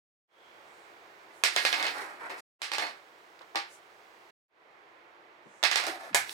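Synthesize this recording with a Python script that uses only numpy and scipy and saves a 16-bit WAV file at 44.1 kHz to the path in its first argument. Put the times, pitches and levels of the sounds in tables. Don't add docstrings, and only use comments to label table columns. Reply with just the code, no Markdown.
import sys
import numpy as np
from scipy import signal
from scipy.fft import rfft, irfft
from scipy.io import wavfile

SR = 44100
rng = np.random.default_rng(int(sys.argv[2]) if len(sys.argv) > 2 else 0)


def unload_audio(sound):
    columns = np.transpose(np.atleast_2d(sound))
    steps = np.round(np.clip(columns, -1, 1) * 32767)
    wavfile.write(sys.argv[1], SR, steps.astype(np.int16))


N = 279153
RING_SIZE = 20000
TIME = np.arange(N) / SR
AGE = TIME[:RING_SIZE]


def gain(db):
    return 10 ** (np.asarray(db) / 20)


def unit(x):
    return x / np.sqrt(np.mean(x ** 2) + 1e-18)


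def lookup(points, hz):
    at, value = np.transpose(points)
    return np.interp(np.log(np.maximum(hz, 1)), np.log(at), value)


def frequencies(size):
    return np.fft.rfftfreq(size, 1 / SR)


def convolve(x, response):
    return signal.fftconvolve(np.atleast_2d(x), np.atleast_2d(response), axes=-1)[:, :x.shape[-1]]


def colour(x, points):
    cepstrum = irfft(np.log(gain(lookup(points, frequencies(RING_SIZE)))))
    cepstrum[1:] *= 2 * (np.arange(1, RING_SIZE) < RING_SIZE // 2)
    return convolve(x, irfft(np.exp(rfft(cepstrum))))


def band(x, hz, octaves):
    edges = np.minimum(hz * 2 ** (np.array([-.5, .5]) * octaves), [SR / 2 - 2, SR / 2 - 1])
    return signal.sosfilt(signal.butter(2, edges, "band", fs=SR, output="sos"), x)


def sides(db):
    return gain(np.array([[.5], [-.5]]) * db)


def add(out, s, sound):
    i = int(s * SR)
    out[:, i:i + sound.shape[-1]] += sound[:, :N - i]


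# (frequency [Hz], likeness [-1 opposite to 1 the same])
LIKENESS = [(60, 0.55), (280, 0.86), (640, 0.57), (1400, -0.36), (3100, 0.1), (6800, 0.47), (14000, 0.84)]
# (frequency [Hz], left minus right [dB])
BALANCE = [(200, 1), (700, -0.5), (1300, -5), (2400, -8.5), (4400, -8), (8000, 1), (15000, -3.5)]
def diffuse(size):
    shared, opposed = rfft(rng.standard_normal((2, size)))
    hz = frequencies(size)
    alike = np.clip(lookup(LIKENESS, hz), -1, 1)
    pair = shared * np.sqrt(1 + alike) + np.array([[1], [-1]]) * opposed * np.sqrt(1 - alike)
    return unit(irfft(pair * sides(lookup(BALANCE, hz)), size))


# (frequency [Hz], level [dB])
AIR_TONE = [(25, -3), (50, -14), (110, -13), (200, -12), (270, -9.5), (335, 3), (550, 1), (870, 3.5),
            (1400, 0.5), (2250, -2.5), (2800, -10), (9000, -42.5), (11000, -46), (15500, -44.5)]
# (start [s], end [s], room noise [dB], extra hiss [dB], fade-in [s])
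STRETCHES = [(0.271, 2.408, -53.5, 16, 0.097), (2.588, 4.31, -55.5, 17.5, 0.025),
             (4.476, 6.4, -56, 9, 0.097)]
def room_air():
    out = np.zeros((2, N))
    for start, end, db, hiss_db, _ in STRETCHES:
        noise = colour(colour(diffuse(N), AIR_TONE), [(2500, 0), (8000, hiss_db)])
        out += gain(db) * unit(noise) * (TIME > start) * (TIME < end)
    return out


# (time [s], level [dB], pitch [Hz], time to fade by 30 dB [s])
TOUCHES = [(3.392, -46.5, 3160, 0.0052), (3.41, -46, 880, 0.07), (3.417, -51, 2900, 0.02),
           (3.547, -35, 786, 0.073), (5.458, -48, 259, 0.051), (6.129, -43.5, 1580, 0.068),
           (6.294, -26, 3000, 0.0038)]
# (middle [s], half length [s], level [dB], pitch [Hz], width [octaves])
RUBS = [(0.407, 0.55, -65, 3300, 0.13), (0.767, 0.29, -71.5, 7900, 0.36), (1.386, 0.13, -65.5, 8340, 0.85),
        (3.737, 0.1, -58, 7300, 0.9), (5.58, 0.24, -67.5, 7100, 0.6)]
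def fingers(room_db=-24, room_s=0.086):
    out = np.zeros((2, N))
    for s, db, hz, fade_s in TOUCHES:
        fade = gain(-30 * AGE / fade_s) + gain(room_db) * np.exp(-AGE / room_s)
        add(out, s, gain(db) * fade * unit(band(diffuse(RING_SIZE), hz, octaves=1.33)))
    for s, half_s, db, hz, octaves in RUBS:
        swell = np.cos(np.pi / 2 * np.clip((TIME - s) / half_s, -1, 1)) ** 4
        out += gain(db) * swell * unit(band(rng.standard_normal((2, N)), hz, octaves))
    return out


# (delay [s], level [dB])
ECHOES = [(0.0154, -19.5), (0.0178, -11.5), (.030, -20.5)]
def with_echoes(x, scatter_s=0.00024):
    delays = np.array(ECHOES)[:, :1] + scatter_s * rng.standard_normal((len(ECHOES), 2))
    for pair, (_, db) in zip(delays, ECHOES):
        echo = [np.interp(AGE - delay, AGE, side, left=0) for delay, side in zip(pair, x)]
        x = x + gain(db) * np.array(echo)
    return x


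def build_up(x, early_db=-4.0, arrival_s=0.011, spread_s=0.0011):
    return x * gain(early_db * (1 - np.tanh((AGE - arrival_s) / spread_s)) / 2)


# (frequency [Hz], time to fade by 60 dB [s])
RING_TIMES = [(200, 0.47), (530, 0.19), (1400, 0.35), (3700, 0.28), (9700, 0.21)]
def ring(tone):
    spectrum = rfft(unit(colour(diffuse(RING_SIZE), tone)))
    centres, fades = np.transpose(RING_TIMES)
    out = np.zeros((2, RING_SIZE))
    for this_band, fade_s in zip(np.eye(len(centres)), fades):
        share = lookup(np.c_[centres, this_band], frequencies(RING_SIZE))
        out += irfft(spectrum * share) * gain(-60 * AGE / fade_s)
    return out


def notes(table, scatter_db=2.0, detune=0.0036, longest_s=0.23):
    hz, db, fade_s = np.transpose(table)[:, :, None]
    hz = hz * (1 + detune * rng.standard_normal(hz.shape))
    strength = gain(db + scatter_db * rng.standard_normal(hz.shape))
    waves = strength * np.exp(2j * np.pi * hz * AGE) * gain(-60 * AGE / np.minimum(fade_s, longest_s))
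    phase_gap = np.arccos(np.clip(lookup(LIKENESS, hz[:, 0]), -1, 1))
    phase = 2 * np.pi * rng.random(len(table)) - np.outer(np.arange(2), phase_gap)
    arrival = np.exp(1j * phase) * sides(lookup(BALANCE, hz[:, 0]))
    return (arrival @ waves).imag / np.sqrt(np.sum(strength ** 2) / 2)


# (time [s], left minus right [dB], farness [0 middle of the board to 1 far side])
PATH = [(1.399, -0.5, 0.19), (2.402, 3.5, 0.42), (2.698, -0.5, 0.65), (3.552, 3, 1), (5.6, -7, 0.39),
        (5.9, 1.5, 0.86)]
def position(s):
    at, lean_db, far = np.transpose(PATH)
    return sides(np.interp(s, at, lean_db)), np.interp(s, at, far)


# (pitch [Hz], level hit in the middle [dB], level hit at the far side [dB], 60 dB fade before the cap [s])
BOARD_NOTES = [(325.5, -18, -9.5, 0.14), (549.7, -8, -24.5, 0.32), (716, 2, -12.5, 0.24),
               (800, -8, 1.5, 0.19), (828, -16.5, -4.5, 0.29), (901, -3.5, 0.5, 0.24),
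               (1043, -4.5, -16, 0.1), (1234, -14.5, -4, 0.21), (1163, -3.5, -1, 0.49),
               (1416, -7.5, -11.5, 0.15), (1657, 4, -6, 0.25), (1750, -5.5, -3.5, 0.75),
               (1844, 1.5, -7.5, 0.57), (2096, 6, -12, 0.28), (2186, 4, -8, 0.31), (2535, 1, -18, 0.28),
               (2550, 2.5, -14.5, 0.17), (2573, 3, -7, 0.57), (2960, 0, -14, .25), (4080, -1.5, -10, 0.068),
               (4330, 0, -14, 0.38), (4550, -12, -13, 0.59), (4300, -6.5, -8.5, 0.26),
               (5280, -20.5, 0, 0.064)]
def board_notes(far, far_boost_db=2):
    hz, middle_db, far_db, fade_s = np.transpose(BOARD_NOTES)
    db = middle_db + far * (far_db - middle_db)
    return gain(far * far_boost_db) * notes(np.c_[hz, db, fade_s])


# (frequency [Hz], level [dB])
BOARD_TONE = [(80, -32.5), (230, -30.5), (330, -15.5), (550, -6.5), (750, -4), (1050, -6), (2100, 1),
              (3000, -4.5), (4000, -3), (5200, -4), (6300, -12), (8500, -14.5), (13000, -29),
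              (16000, -45.5)]
def board_ring():
    return ring(BOARD_TONE)


# (frequency [Hz], level [dB])
CLICK_TONE = [(30, -47), (100, -24.5), (250, -8.5), (600, 8), (2000, 4), (4000, 6.5), (5200, 1.5),
              (6500, -1), (9000, -7), (15000, -22)]
def click(crack_db=-14, crack_s=.002, span_s=0.0015, right_lag_s=.00015):
    pulse = np.zeros((2, RING_SIZE))
    pulse[0, 0] = pulse[1, int(right_lag_s * SR)] = -1
    crack = gain(crack_db) * diffuse(RING_SIZE) * np.exp(-AGE / crack_s)
    push = colour(pulse + crack, CLICK_TONE)
    return push / np.sqrt(np.sum(push ** 2) / (2 * span_s * SR))


def ping(contact_s=.002, room_db=-15, room_s=0.03):
    fade = np.exp(-AGE / contact_s) + gain(room_db) * np.exp(-AGE / room_s)
    return fade * unit(band(diffuse(RING_SIZE), hz=14700, octaves=.09))


# (frequency [Hz], level [dB])
RUMBLE_TONE = [(47, -43), (80, -17.5), (174, -31.5), (327, -3.5), (414, -6.5), (505, -3), (605, 0),
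               (985, 0), (1120, -1), (2100, -4), (3250, -23.5), (4110, -44), (6000, -40), (7800, -64),
               (13200, -120)]
# (start
# [s], length [s], level [dB], extra grit [dB])
ROLLS = [(1.515, 0.2, -40, 2.5), (1.72, 0.17, -34, -9), (1.93, 0.092, -35, -11), (2.06, 0.079, -43.5, -15),
         (2.18, 0.087, -38.5, -18), (2.297, 0.011, -35, -15), (2.365, 0.045, -50.5, -0.5),
         (2.805, 0.023, -34.5, -10), (5.79, 0.036, -38, -11), (5.86, 0.025, -33, -7.5),
         (5.98, 0.093, -43.5, -9), (6.241, 0.13, -49, 6)]
def rolling(bumps_per_s=900, scatter_db=3, rumble_db=-2, grit_db=-3, click_db=5, notes_db=-16):
    speed_up_share, settle_s = 0.37, .3
    drag_db_per_s, settle_db_per_s = 2, 133
    grit_tone = [(1200, -22.0), (3500, -3.5), (5000, -2.0), (7000, 1.0), (13000, 10.5)]
    out = np.zeros((2, N))
    for start, run_s, db, extra_grit_db in ROLLS:
        t = TIME[:int((run_s + settle_s) * SR)]
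        heights = rng.choice([-1, 1], N) * gain(scatter_db * np.minimum(rng.exponential(size=N), 5))
        bumps = (heights * (rng.random(N) < bumps_per_s / SR))[:RING_SIZE + len(t)]
        pan, far = position(start)
        body = gain(notes_db) * board_notes(far) + ring(RUMBLE_TONE)
        rumble = unit(band(convolve(bumps, body), hz=760, octaves=5.34)[:, RING_SIZE:])
        ticks = convolve(bumps, board_ring() + gain(click_db) * click())
        grit = unit(colour(ticks, grit_tone)[:, RING_SIZE:])
        slowing_db = -drag_db_per_s * t - settle_db_per_s * np.maximum(t - run_s, 0)
        grit *= gain(grit_db + extra_grit_db + 0.11 * slowing_db)
        pressure = gain(db + slowing_db) * np.minimum(t / (speed_up_share * run_s), 1)
        add(out, start, pan * pressure * (gain(rumble_db) * rumble + grit))
    return out


def over_the_edge(start_s=5.84, lip_s=6.07, off_s=6.141, hz=732, fall_octaves_per_s=32):
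    start_db, fade_db_per_s, lip_db = -43, 51, -55
    roughness_hz, ramp_s = 55, 0.0048
    pitch = hz * 2 ** (-fall_octaves_per_s * np.maximum(TIME - lip_s, 0))
    tone = np.exp(2j * np.pi * np.cumsum(pitch) / SR)
    db = np.maximum(start_db - fade_db_per_s * np.maximum(TIME - start_s, 0), lip_db)
    contact = np.clip(np.minimum(TIME - start_s, off_s - TIME) / ramp_s, 0, 1)
    smoothing = signal.butter(2, roughness_hz, fs=SR, output="sos")
    wobble = unit(signal.sosfilt(smoothing, rng.standard_normal((2, N))))
    return (wobble[0] * tone.real + wobble[1] * tone.imag) * gain(db) * contact


# (frequency [Hz], level [dB])
FLOOR_TONE = [(47, -58), (80, -31), (271, -35.5), (422, -16), (493, -18.5), (858, -8.5), (1140, -16.5),
              (1740, -8), (1860, -12.5), (2180, -7), (2780, -18), (5900, -18.5), (7530, -16), (11500, -22),
              (16000, -37)]
# (pitch [Hz], level [dB], 60 dB fade before the cap [s])
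FLOOR_NOTES = [(701, 4.5, 0.11), (828, 6, 0.11), (1001, -4, 0.21), (1510, -13, 0.25), (1720, 7.5, 0.34),
               (2070, -8, 0.27), (2175, -6, 0.3), (2480, 0, 0.16)]
# (time [s], level [dB])
FLOOR_HITS = [(6.1464, -14), (6.152, -24.5)]
def floor_hits(click_db=-4, slap_db=-1, slap_s=0.0055, ring_db=-6, notes_db=-9):
    out = np.zeros((2, N))
    for s, db in FLOOR_HITS:
        slap = gain(slap_db) * unit(colour(diffuse(RING_SIZE), FLOOR_TONE)) * np.exp(-AGE / slap_s)
        tail = build_up(gain(ring_db) * ring(FLOOR_TONE) + gain(notes_db) * notes(FLOOR_NOTES))
        add(out, s, gain(db) * (gain(click_db) * click() + slap + tail))
    return out


# (time [s], level [dB], hardness as treble [dB], weight as bass [dB])
BOUNCES = [(1.437, -13.5, 5, -1), (1.563, -16.5, -3.5, -2), (1.651, -16, -1, 0), (1.728, -19, -5, -1.5),
           (1.798, -27, -11, -0.5), (1.827, -24.5, -3, 4), (1.852, -28.5, -13.5, 1),
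           (1.867, -23.5, -6.5, -13), (2.297, -44.5, -4, 5), (2.303, -39.5, -3.5, 3),
           (2.618, -22, 2.5, -4.5), (2.717, -26, -0.5, 3.5), (2.736, -24.5, -0.5, -1),
           (2.783, -23, -1.5, 3), (2.823, -31.5, -12.5, 2.5), (2.868, -34, -4.5, 4),
           (3.557, -21.5, -4.5, 2), (5.629, -23.5, -4, -0.5), (5.637, -16, 1.5, 1), (5.714, -20, 0.5, -3.5),
           (5.758, -17, 2.5, -2), (5.8, -28, 1, 1), (5.839, -28, 0.5, -2.5), (5.867, -28.5, 5.5, -3)]
def bounces(click_db=1.5, ring_db=-5, notes_db=-11, ping_db=-30):
    out = np.zeros((2, N))
    for s, db, hardness_db, weight_db in BOUNCES:
        pan, far = position(s)
        drive_db = -.8 * hardness_db + 0.23 * weight_db
        body = build_up(gain(notes_db + drive_db) * board_notes(far) + gain(ring_db) * board_ring())
        body = colour(body, [(40, -21.5), (280, -0.5)])
        strike = gain(click_db - 3 * far) * with_echoes(click())
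        high_ping = gain(ping_db + 4 * far) * ping()
        contact_tone = [(600, weight_db), (1500, 0), (4500, 0.012), (8000, hardness_db)]
        add(out, s, gain(db) * pan * (colour(strike + body, contact_tone) + high_ping))
    return out


def scene():
    return bounces() + floor_hits() + rolling() + over_the_edge() + fingers() + room_air()


def record(dry, ceiling=.6, cut_s=0.0068, low_cut_hz=80, high_cut_hz=16000):
    rounded = dry / (1 + (dry / ceiling) ** 4) ** (1 / 4)
    thinned = signal.sosfilt(signal.butter(2, low_cut_hz, "high", fs=SR, output="sos"), rounded)
    gate = np.zeros(N)
    for start, end, _, _, fade_s in STRETCHES:
        fade_in = (1 - np.exp(-np.maximum(TIME - start, 0) / fade_s)) ** 2
        gate += fade_in * np.clip((end - TIME) / cut_s, 0, 1)
    return signal.sosfilt(signal.ellip(10, .2, 80, high_cut_hz, fs=SR, output="sos"), thinned * gate)


dry = scene()
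out = record(dry)
unload_audio(out)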